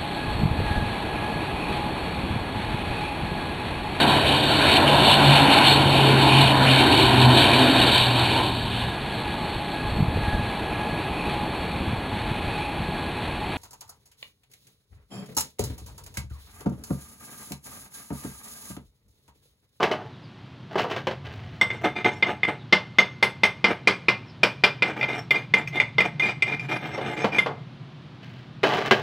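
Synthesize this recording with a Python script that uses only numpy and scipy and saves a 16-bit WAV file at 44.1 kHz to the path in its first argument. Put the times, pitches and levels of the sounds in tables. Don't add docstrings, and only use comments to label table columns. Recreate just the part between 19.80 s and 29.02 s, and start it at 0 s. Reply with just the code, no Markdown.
import sys
import numpy as np
from scipy import signal
from scipy.fft import rfft, irfft
from scipy.io import wavfile
from scipy.ndimage import uniform_filter1d, minimum_filter1d

SR = 44100
rng = np.random.default_rng(int(sys.argv[2]) if len(sys.argv) > 2 else 0)


def log_audio(samples):
    frames = np.atleast_2d(samples).T
    limited = np.clip(frames, -1, 1)
    pcm = np.round(limited * 32767).astype(np.int16)
    wavfile.write(sys.argv[1], SR, pcm)


N = 406597
TIME = np.arange(N) / SR
AFTER = TIME[:SR * 3 // 5]

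# free pitch in Hz, relative level in dB, free t60 in seconds,
# share of sideways bending 0-1.
HEAD_MODES = [(2072.7, -1.5, 0.097, 0.02), (2119, -5.5, 0.043, 0), (2400, 0.5, 0.05, 1),
              (2474, -11.5, 0.045, .95), (2858, -17, 0.15, 0.26), (3180, -20, 0.17, 0.2),
              (3533, -14.5, 0.051, 0), (4280, -29, .08, 0.4), (4760, -22, 0.059, 0.9)]
# pitch in Hz, relative level in dB.
HEAD_OVERTONES = [(5265, -8), (5464, 0), (5937, -12), (6389, -4), (7218, -10), (8014, -11), (8340, -14),
                  (9520, -21), (9685, -19), (10720, -19), (11240, -17), (12500, -26), (14580, -16),
                  (14700, -20), (14900, -23), (15430, -23)]
# frequency in Hz, relative gain in dB.
KNOCK_COLOUR = [(70, -25), (140, -3), (210, 4), (270, -1.5), (370, 7.5), (520, 5.5), (750, 5), (1100, 1.5),
                (1700, -7.5), (2600, -26), (5000, -65)]


def amp(db):
    return 10 ** (np.asarray(db) / 20)


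def unit(x):
    return x / np.sqrt(np.mean(x ** 2))


def unit_hit(x):
    return x / np.sqrt(np.sum(x ** 2) / (.03 * SR))


def add(out, start_s, x):
    i = max(int(start_s * SR), 0)
    out[i:i + len(x)] += x[:max(N - i, 0)]


def colour(x, points, size=2048):
    hz, db = np.transpose(points)
    bin_hz = np.arange(size // 2 + 1) * SR / size
    outline_db = np.interp(np.log(bin_hz + 1), np.log(hz), db)
    cepstrum = irfft(np.log(amp(outline_db)))
    cepstrum[1:size // 2] *= 2
    cepstrum[size // 2 + 1:] = 0
    impulse = irfft(np.exp(rfft(cepstrum)))
    return signal.fftconvolve(x, impulse)[:len(x)]


def fade(t60_s):
    return np.exp(-np.log(1000) * AFTER / t60_s)


def random_sign():
    return rng.choice([-1, 1])


def burst(points, t60_s, tick_db):
    x = rng.standard_normal(len(AFTER)) * fade(t60_s)
    x[0] += amp(tick_db)
    return unit_hit(colour(x, points))


def walk(rate_hz):
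    step = int(SR / rate_hz)
    held = np.repeat(rng.standard_normal(N // step + 1), step)
    smooth = uniform_filter1d(uniform_filter1d(held, step), step)
    return unit(smooth[:N])


def slips(rate_hz, spread_db):
    size = amp(spread_db * np.minimum(rng.exponential(size=N), 4))
    return (rng.random(N) < rate_hz / SR) * size * rng.choice([-1, 1], N)


def strokes(rows, levels, pressure):
    attack_s, sag_db_per_s, release_db_per_s = pressure
    gain = np.zeros(N)
    for (start_s, length_s, *_), level in zip(rows, levels):
        eased_db = sag_db_per_s * AFTER + release_db_per_s * np.maximum(AFTER - length_s, 0)
        add(gain, start_s, level * np.minimum(AFTER / attack_s, 1) * amp(-eased_db))
    return gain


def ring(x, hz, t60_s):
    pole = np.exp((2j * np.pi * hz - np.log(1000) / t60_s) / SR)
    return signal.lfilter([1, 1], [1, -2 * pole.real, abs(pole) ** 2], x)


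def chatter(length_s, rebound_db, count=5):
    push = np.zeros(len(AFTER))
    push[0] = 1
    rebound_s = rng.uniform(.1, 1, count) * min(length_s, .1)
    push[(rebound_s * SR).astype(int)] += amp(rebound_db) * rng.standard_normal(count)
    return push


def plate(x, ring_db=-3, t60_s=0.046):
    # frequency in Hz, relative gain in dB.
    edge_colour = [(800, -22.5), (1700, 12), (3000, 2.5), (4200, -3.5), (6000, -14), (8000, -29.5),
                   (11000, -32), (15500, -28)]
    # pitch in Hz, relative drive in dB.
    plate_modes = [(1650, 12), (2120, 0), (2460, -28), (2680, 3.5), (3000, 9.5), (3280, 0), (3810, -12)]
    modes = sum(amp(db) * ring(x, hz, t60_s) for hz, db in plate_modes)
    return unit(colour(x, edge_colour)) + amp(ring_db) * unit(modes)


def rubbed(jolts, points, resonance_db):
    # pitch in Hz, relative level in dB, t60 in seconds.
    body_modes = [(318, -5, .09), (366.7, -3.5, 0.07), (441.4, -1.5, .08), (525, -8.5, 0.074),
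                  (663, -1.5, 0.16), (730.5, -3, 0.098), (855, -5, 0.21), (1169, 1.5, 0.037),
                  (1453, -1, 0.053)]
    edges = np.diff(jolts, prepend=0)
    modes = sum(amp(db) * unit(ring(edges, hz, t60_s)) * random_sign() for hz, db, t60_s in body_modes)
    dulled = colour(modes, [(1000, 3), (2000, -14.5), (5000, -46.5)])
    return unit(unit(colour(jolts, points)) + amp(resonance_db) * unit(dulled))


def hum(db, width_hz, line_hz, line_db):
    # time in seconds, centre in Hz, relative level in dB.
    hum_path = [(0, 119.8, -47), (.7, 118.8, -48.5), (1.598, 108.2, -38), (2.8, 123.6, -44),
                (4, 118.5, -43.5), (4.9, 136, -41), (5.8, 137.8, -37), (6.7, 140.3, -37.5),
                (7.6, 137.3, -38), (8.3, 137.2, -44.5), (9.2, 133.4, -35)]
    s, centre_hz, level_db = np.transpose(hum_path)
    noise = rng.standard_normal(N) + 1j * rng.standard_normal(N)
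    spread = signal.sosfilt(signal.butter(2, width_hz / 2, fs=SR, output="sos"), noise)
    turns = np.cumsum(np.interp(TIME, s, centre_hz)) / SR
    rumble = unit((spread * np.exp(2j * np.pi * turns)).real)
    line = amp(line_db) * np.sin(2 * np.pi * line_hz * TIME)
    return amp(db + np.interp(TIME, s, level_db)) * rumble + line


def air(db):
    # frequency in Hz, relative gain in dB.
    shop_colour = [(25, -39), (50, -26.5), (85, -17), (125, 3.5), (250, -5.5), (450, -17.5), (1000, -18),
                   (2000, -23.5), (3200, -23.5), (4200, -28), (6300, -43), (8000, -52), (10000, -55.5),
                   (15500, -66)]
    shop_db = -50.5
    x = colour(rng.standard_normal(N), shop_colour, size=8192)
    above_hum = signal.sosfilt(signal.butter(4, 300, "high", fs=SR, output="sos"), x)
    return x / above_hum.std() * amp(shop_db + db + 0.2 * walk(1.9))


def slides(body_db, grit_db):
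    # start in seconds, length in seconds,
    # relative body level in dB, relative grit level in dB.
    slide_rows = [(-.01, 0.042, -19, -31.5), (0.102, 0.015, -23, -58), (0.183, 0.088, -43, -53),
                  (0.908, 0.041, -37, -46), (0.975, 0.033, -22.5, -26.5), (1.097, 0.09, -33.5, -37),
                  (1.44, 0.39, -43.5, -44), (7.676, 0.052, -32.5, -61), (8.425, 0.21, -56, -50),
                  (8.859, .17, -19.5, -24.5), (9.051, 0.013, -29, -31), (9.148, 0.081, -29, -37)]
    slide_pressure = (0.004, 25, 212)
    # frequency in Hz, relative gain in dB.
    crumb_colour = [(1500, -11), (3000, 5), (6400, -5), (8000, -13), (11000, -19), (15500, -13)]
    crumbs_per_s, crumb_db = 41, -18
    jolts = slips(rate_hz=2000, spread_db=3) * amp(1.5 * walk(110))
    _, _, low_db, high_db = np.transpose(slide_rows)
    body_gain = strokes(slide_rows, amp(low_db + body_db), slide_pressure)
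    body = body_gain * rubbed(jolts, KNOCK_COLOUR, resonance_db=-3)
    crumbs = unit(colour(slips(rate_hz=crumbs_per_s, spread_db=2), crumb_colour))
    grit = unit(plate(jolts)) + amp(crumb_db) * crumbs
    return body + strokes(slide_rows, amp(high_db + grit_db), slide_pressure) * grit


def knocks(body_db, thud_db, edge_db, body_t60_s, thud_t60_s, edge_t60_s):
    # start in seconds, relative body level in dB, relative edge level in dB, thud pitch in Hz.
    knock_rows = [(0.029, -19, -24, 873), (0.114, -25.5, -30.5, 620), (0.956, -21, -37.5, 384),
                  (1.045, -25, -56, 494), (1.111, -28, -35, 353), (1.163, -29.5, -36, 525),
                  (1.27, -22, -32, 530), (1.311, -31, -40, 660), (7.178, -26.5, -42, 540),
                  (7.444, -16, -30.5, 207), (7.661, -23, -36, 479), (8.832, -25.5, -27.5, 370),
                  (8.837, -15.5, -24.5, 391), (9.11, -11.5, -16.5, 382)]
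    clank_hz, clank_t60_s, clank_db = 3050, 0.17, -18
    out = np.zeros(N)
    for start_s, low_db, high_db, thud_hz in knock_rows:
        thud = unit_hit(fade(thud_t60_s) * np.cos(2 * np.pi * thud_hz * AFTER))
        thud *= np.minimum(AFTER * thud_hz, 1)
        body = amp(body_db) * burst(KNOCK_COLOUR, body_t60_s, tick_db=17) + amp(thud_db) * thud
        edge = unit_hit(plate(rng.standard_normal(len(AFTER)) * fade(edge_t60_s)))
        clank = amp(clank_db) * unit_hit(fade(clank_t60_s) * np.sin(2 * np.pi * clank_hz * AFTER))
        add(out, start_s, amp(low_db) * body + amp(high_db + edge_db) * (edge + clank))
    return out


def bird(blur_t60_s):
    # start in seconds, length in seconds, start pitch in Hz, end pitch in Hz (both before the
    # quaver), level in dB before the blur.
    chirp_rows = [(.31, .06, 4400, 2900, -54), (.41, .07, 5500, 4000, -58), (2.77, .07, 4400, 3100, -52),
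                  (4.45, .08, 6000, 4400, -53)]
    out = np.zeros(N)
    for start_s, length_s, start_hz, end_hz, db in chirp_rows:
        hz = np.geomspace(start_hz, end_hz, int(length_s * SR))
        hz = hz * (1 + 0.033 * walk(360)[:len(hz)])
        whistle = np.sin(2 * np.pi * np.cumsum(hz) / SR)
        add(out, start_s, amp(db) * np.hanning(len(hz)) * whistle)
    echo = rng.standard_normal(len(AFTER)) * fade(blur_t60_s)
    return signal.fftconvolve(out, echo / np.linalg.norm(echo))[:N]


def taps(ring_db, clack_db, crack_db, overtone_db, clack_t60_s, crack_t60_s, overtone_t60_s):
    # start in seconds, then relative levels in dB of lengthwise ring, sideways ring,
    # plate clack and overtones.
    tap_rows = [(1.812, -14.5, -40, -25, -35.5), (1.903, -29, -44, -36.5, -55),
                (2.044, -27.5, -45, -31, -54), (2.245, -22, -38, -29.5, -49), (2.425, -17, -26, -26, -58),
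                (2.632, -20.5, -30, -30.5, -54.5), (2.925, -12.5, -38, -18, -43),
                (3.185, -11, -29, -19.5, -34), (3.426, -15.5, -27, -20.5, -38.5),
                (3.634, -14.5, -24.5, -20.5, -35.5), (3.842, -16.5, -21.5, -20, -53),
                (4.073, -19.5, -19, -19, -37), (4.284, -20.5, -19, -21, -48), (4.632, -30, -17.5, -19, -36),
                (4.837, -21.5, -16, -18, -40.5), (5.022, -19, -21, -24, -55), (5.211, -29, -29.5, -36, -68),
                (5.228, -24.5, -27.5, -29.5, -63), (5.507, -15.5, -23, -28, -42),
                (5.738, -16, -24.5, -25.5, -40.5), (5.874, -41, -35, -49, -49),
                (6.0, -19.5, -25.5, -30, -47), (6.182, -15.5, -34, -24.5, -47),
                (6.204, -21.5, -23.5, -28, -45.5), (6.396, -21, -36, -34.5, -48),
                (6.622, -20, -22.5, -36, -42.5), (6.795, -46, -33.5, -51, -55), (7.584, -16, -26, -26, -42)]
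    # frequency in Hz, relative gain in dB.
    clack_colour = [(70, -37.5), (130, -29.5), (190, 6.5), (270, -4), (420, 5.5), (700, 2), (1150, 3),
                    (1700, 0.5), (2400, -8), (3500, -34), (6000, -50.5)]
    # frequency in Hz, relative gain in dB.
    crack_colour = [(1500, -8), (2300, 2.5), (3100, 5.5), (4000, -3), (5200, -3), (6500, -23), (8500, -26),
                    (10000, -42.5), (13000, -47), (15500, -38)]
    slag_growth, firm_blow_db = 1.68, -20
    flight_s, landing_s, landing_db = 0.017, 0.012, -10
    out = np.zeros(N)
    landing = amp(landing_db * np.clip((AFTER - flight_s) / landing_s, 0, 1))
    contact = np.minimum(AFTER / 0.0013, 1)
    for start_s, length_db, side_db, plate_db, high_db in tap_rows:
        push = chatter(length_s=.02, rebound_db=-12.0)
        slag_db = firm_blow_db + slag_growth * (plate_db - firm_blow_db)
        x = amp(plate_db + clack_db) * burst(clack_colour, clack_t60_s, tick_db=27.5)
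        x += amp(slag_db + crack_db) * burst(crack_colour, crack_t60_s, tick_db=22)
        for hz, db, t60_s, side in HEAD_MODES:
            grip = 1 + 0.0017 * rng.standard_normal()
            mode = unit_hit(landing * ring(push, hz * grip, t60_s)) * random_sign()
            plane_db = (1 - side) * length_db + side * side_db
            x += amp(db + ring_db + plane_db) * mode
        shimmer = np.zeros(len(AFTER))
        for hz, db in HEAD_OVERTONES:
            gain = amp(db + 4.5 * rng.standard_normal())
            shimmer += gain * unit(ring(push, hz, overtone_t60_s)) * random_sign()
        add(out, start_s, contact * (x + amp(high_db + overtone_db) * unit_hit(shimmer)))
    return out


def scrapes(grit_db, ring_db, overtone_db, bench_db):
    # start in seconds, length in seconds, relative grit level in dB,
    # relative ring level in dB, sideways lean 0-1.
    scrape_rows = [(1.924, 0.028, -35.5, -31, .15), (2.009, .03, -35.5, -60, 0.3),
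                   (2.035, 0.023, -16.5, -17, 0.07), (2.153, 0.051, -28, -20, 0.37),
                   (2.244, 0.019, -16.5, -13, 0.34), (2.326, .07, -42, -44, 0.3),
                   (2.457, 0.059, -23.5, -31, .15), (2.675, 0.018, -17.5, -21, 0.3),
                   (3.871, 0.043, -23, -28, 0.8), (5.041, .065, -25, -31, 0.9), (5.158, 0.1, -33, -38, 0.9),
                   (5.279, .05, -25, -18.5, 0.41), (5.339, 0.058, -36, -43, 0.6),
                   (5.54, 0.032, -24, -14.5, 0.56), (5.76, 0.028, -23.5, -25, 0.8),
                   (5.924, .095, -30, -21.5, 0.27), (6.229, 0.033, -27.5, -27, 0.9),
                   (6.417, .08, -27.5, -15.5, 0.64), (6.659, 0.067, -26.5, -18, .6),
                   (6.794, 0.059, -41, -35, 0.6), (6.882, 0.087, -30.5, -26, 0.56),
                   (7.005, 0.18, -32.5, -32, 0.27), (7.204, .135, -29.5, -29.5, 0.27),
                   (7.363, 0.097, -29.5, -24.5, 0.59), (7.517, 0.053, -26.5, -22, .9)]
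    scrape_pressure = (0.01, 10, 414)
    # frequency in Hz, relative gain in dB.
    grit_colour = [(100, -23.5), (220, 5.5), (300, 4.5), (450, 8.5), (700, 7), (1100, 3.5), (1700, 1.5),
                   (3000, -4), (4200, -18.5), (6000, -50), (8500, -74), (15000, -81)]
    pressed_t60_share, pressed_pitch_rise = 0.92, 0.0041
    bench_hz, bench_t60_s, bench_growth = 222.5, 0.068, 1.44
    overtone_growth = 0.56
    jolts = slips(rate_hz=1400, spread_db=3) * amp(2.5 * walk(60))
    _, _, rub_db, head_db, lean = np.transpose(scrape_rows)
    lean = np.clip(lean, 0, 1)

    def press(levels):
        return strokes(scrape_rows, levels, scrape_pressure)

    out = press(amp(rub_db + grit_db)) * rubbed(jolts, grit_colour, resonance_db=-3)
    boom = unit(ring(np.diff(jolts, prepend=0), bench_hz, bench_t60_s))
    out += press(amp(bench_growth * rub_db + bench_db)) * boom
    for hz, db, t60_s, side in HEAD_MODES:
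        pressed = ring(jolts, hz * (1 + pressed_pitch_rise), t60_s * pressed_t60_share)
        mode = unit(pressed) * random_sign()
        plane = (1 - side) * (1 - lean) + side * lean
        out += press(amp(db + head_db + ring_db) * plane) * mode
    shimmer = np.zeros(N)
    for hz, db in HEAD_OVERTONES:
        favoured = jolts * amp(5 * walk(30))
        shimmer += amp(db) * unit(ring(favoured, hz, t60_s=.07)) * random_sign()
    return out + press(amp(overtone_growth * rub_db + overtone_db)) * unit(shimmer)


def room(x, early_db, early_t60_s, late_db, late_t60_s):
    decay = amp(early_db) * fade(early_t60_s) + amp(late_db) * fade(late_t60_s)
    tail = rng.standard_normal(len(AFTER)) * decay
    tail *= np.clip(AFTER / .012 - .5, 0, 1)
    return x + signal.fftconvolve(x, tail)[:N]


def limit(x, ceiling, hold_s):
    size = int(hold_s * SR)
    gain = ceiling / np.maximum(abs(x).max(axis=0), ceiling)
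    return x * uniform_filter1d(minimum_filter1d(gain, size), size)


def scene():
    background = hum(db=-1.8, width_hz=43.6, line_hz=367, line_db=-60) + air(db=-1.0)
    work = slides(body_db=-3.0, grit_db=-3.0)
    work += knocks(body_db=-4.0, thud_db=-8.5, edge_db=0.0,
                   body_t60_s=0.14, thud_t60_s=0.11, edge_t60_s=0.13)
    background += bird(blur_t60_s=0.17)
    work += taps(ring_db=1, clack_db=1.48, crack_db=-2.5, overtone_db=-1.5,
                 clack_t60_s=0.18, crack_t60_s=0.13, overtone_t60_s=0.078)
    work += scrapes(grit_db=-3.0, ring_db=-5, overtone_db=-36.5, bench_db=-4.5)
    mono = background + room(work, early_db=-37.5, early_t60_s=0.19, late_db=-53.5, late_t60_s=0.51)
    return np.array([mono, mono])


def record(dry):
    top_hz = 15700
    trimmed = signal.sosfilt(signal.butter(2, 55, "high", fs=SR, output="sos"), dry)
    held = limit(trimmed, ceiling=.87, hold_s=.002)
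    return signal.sosfilt(signal.ellip(8, .2, 70, top_hz, fs=SR, output="sos"), held)


dry = scene()
out = record(dry)
log_audio(out)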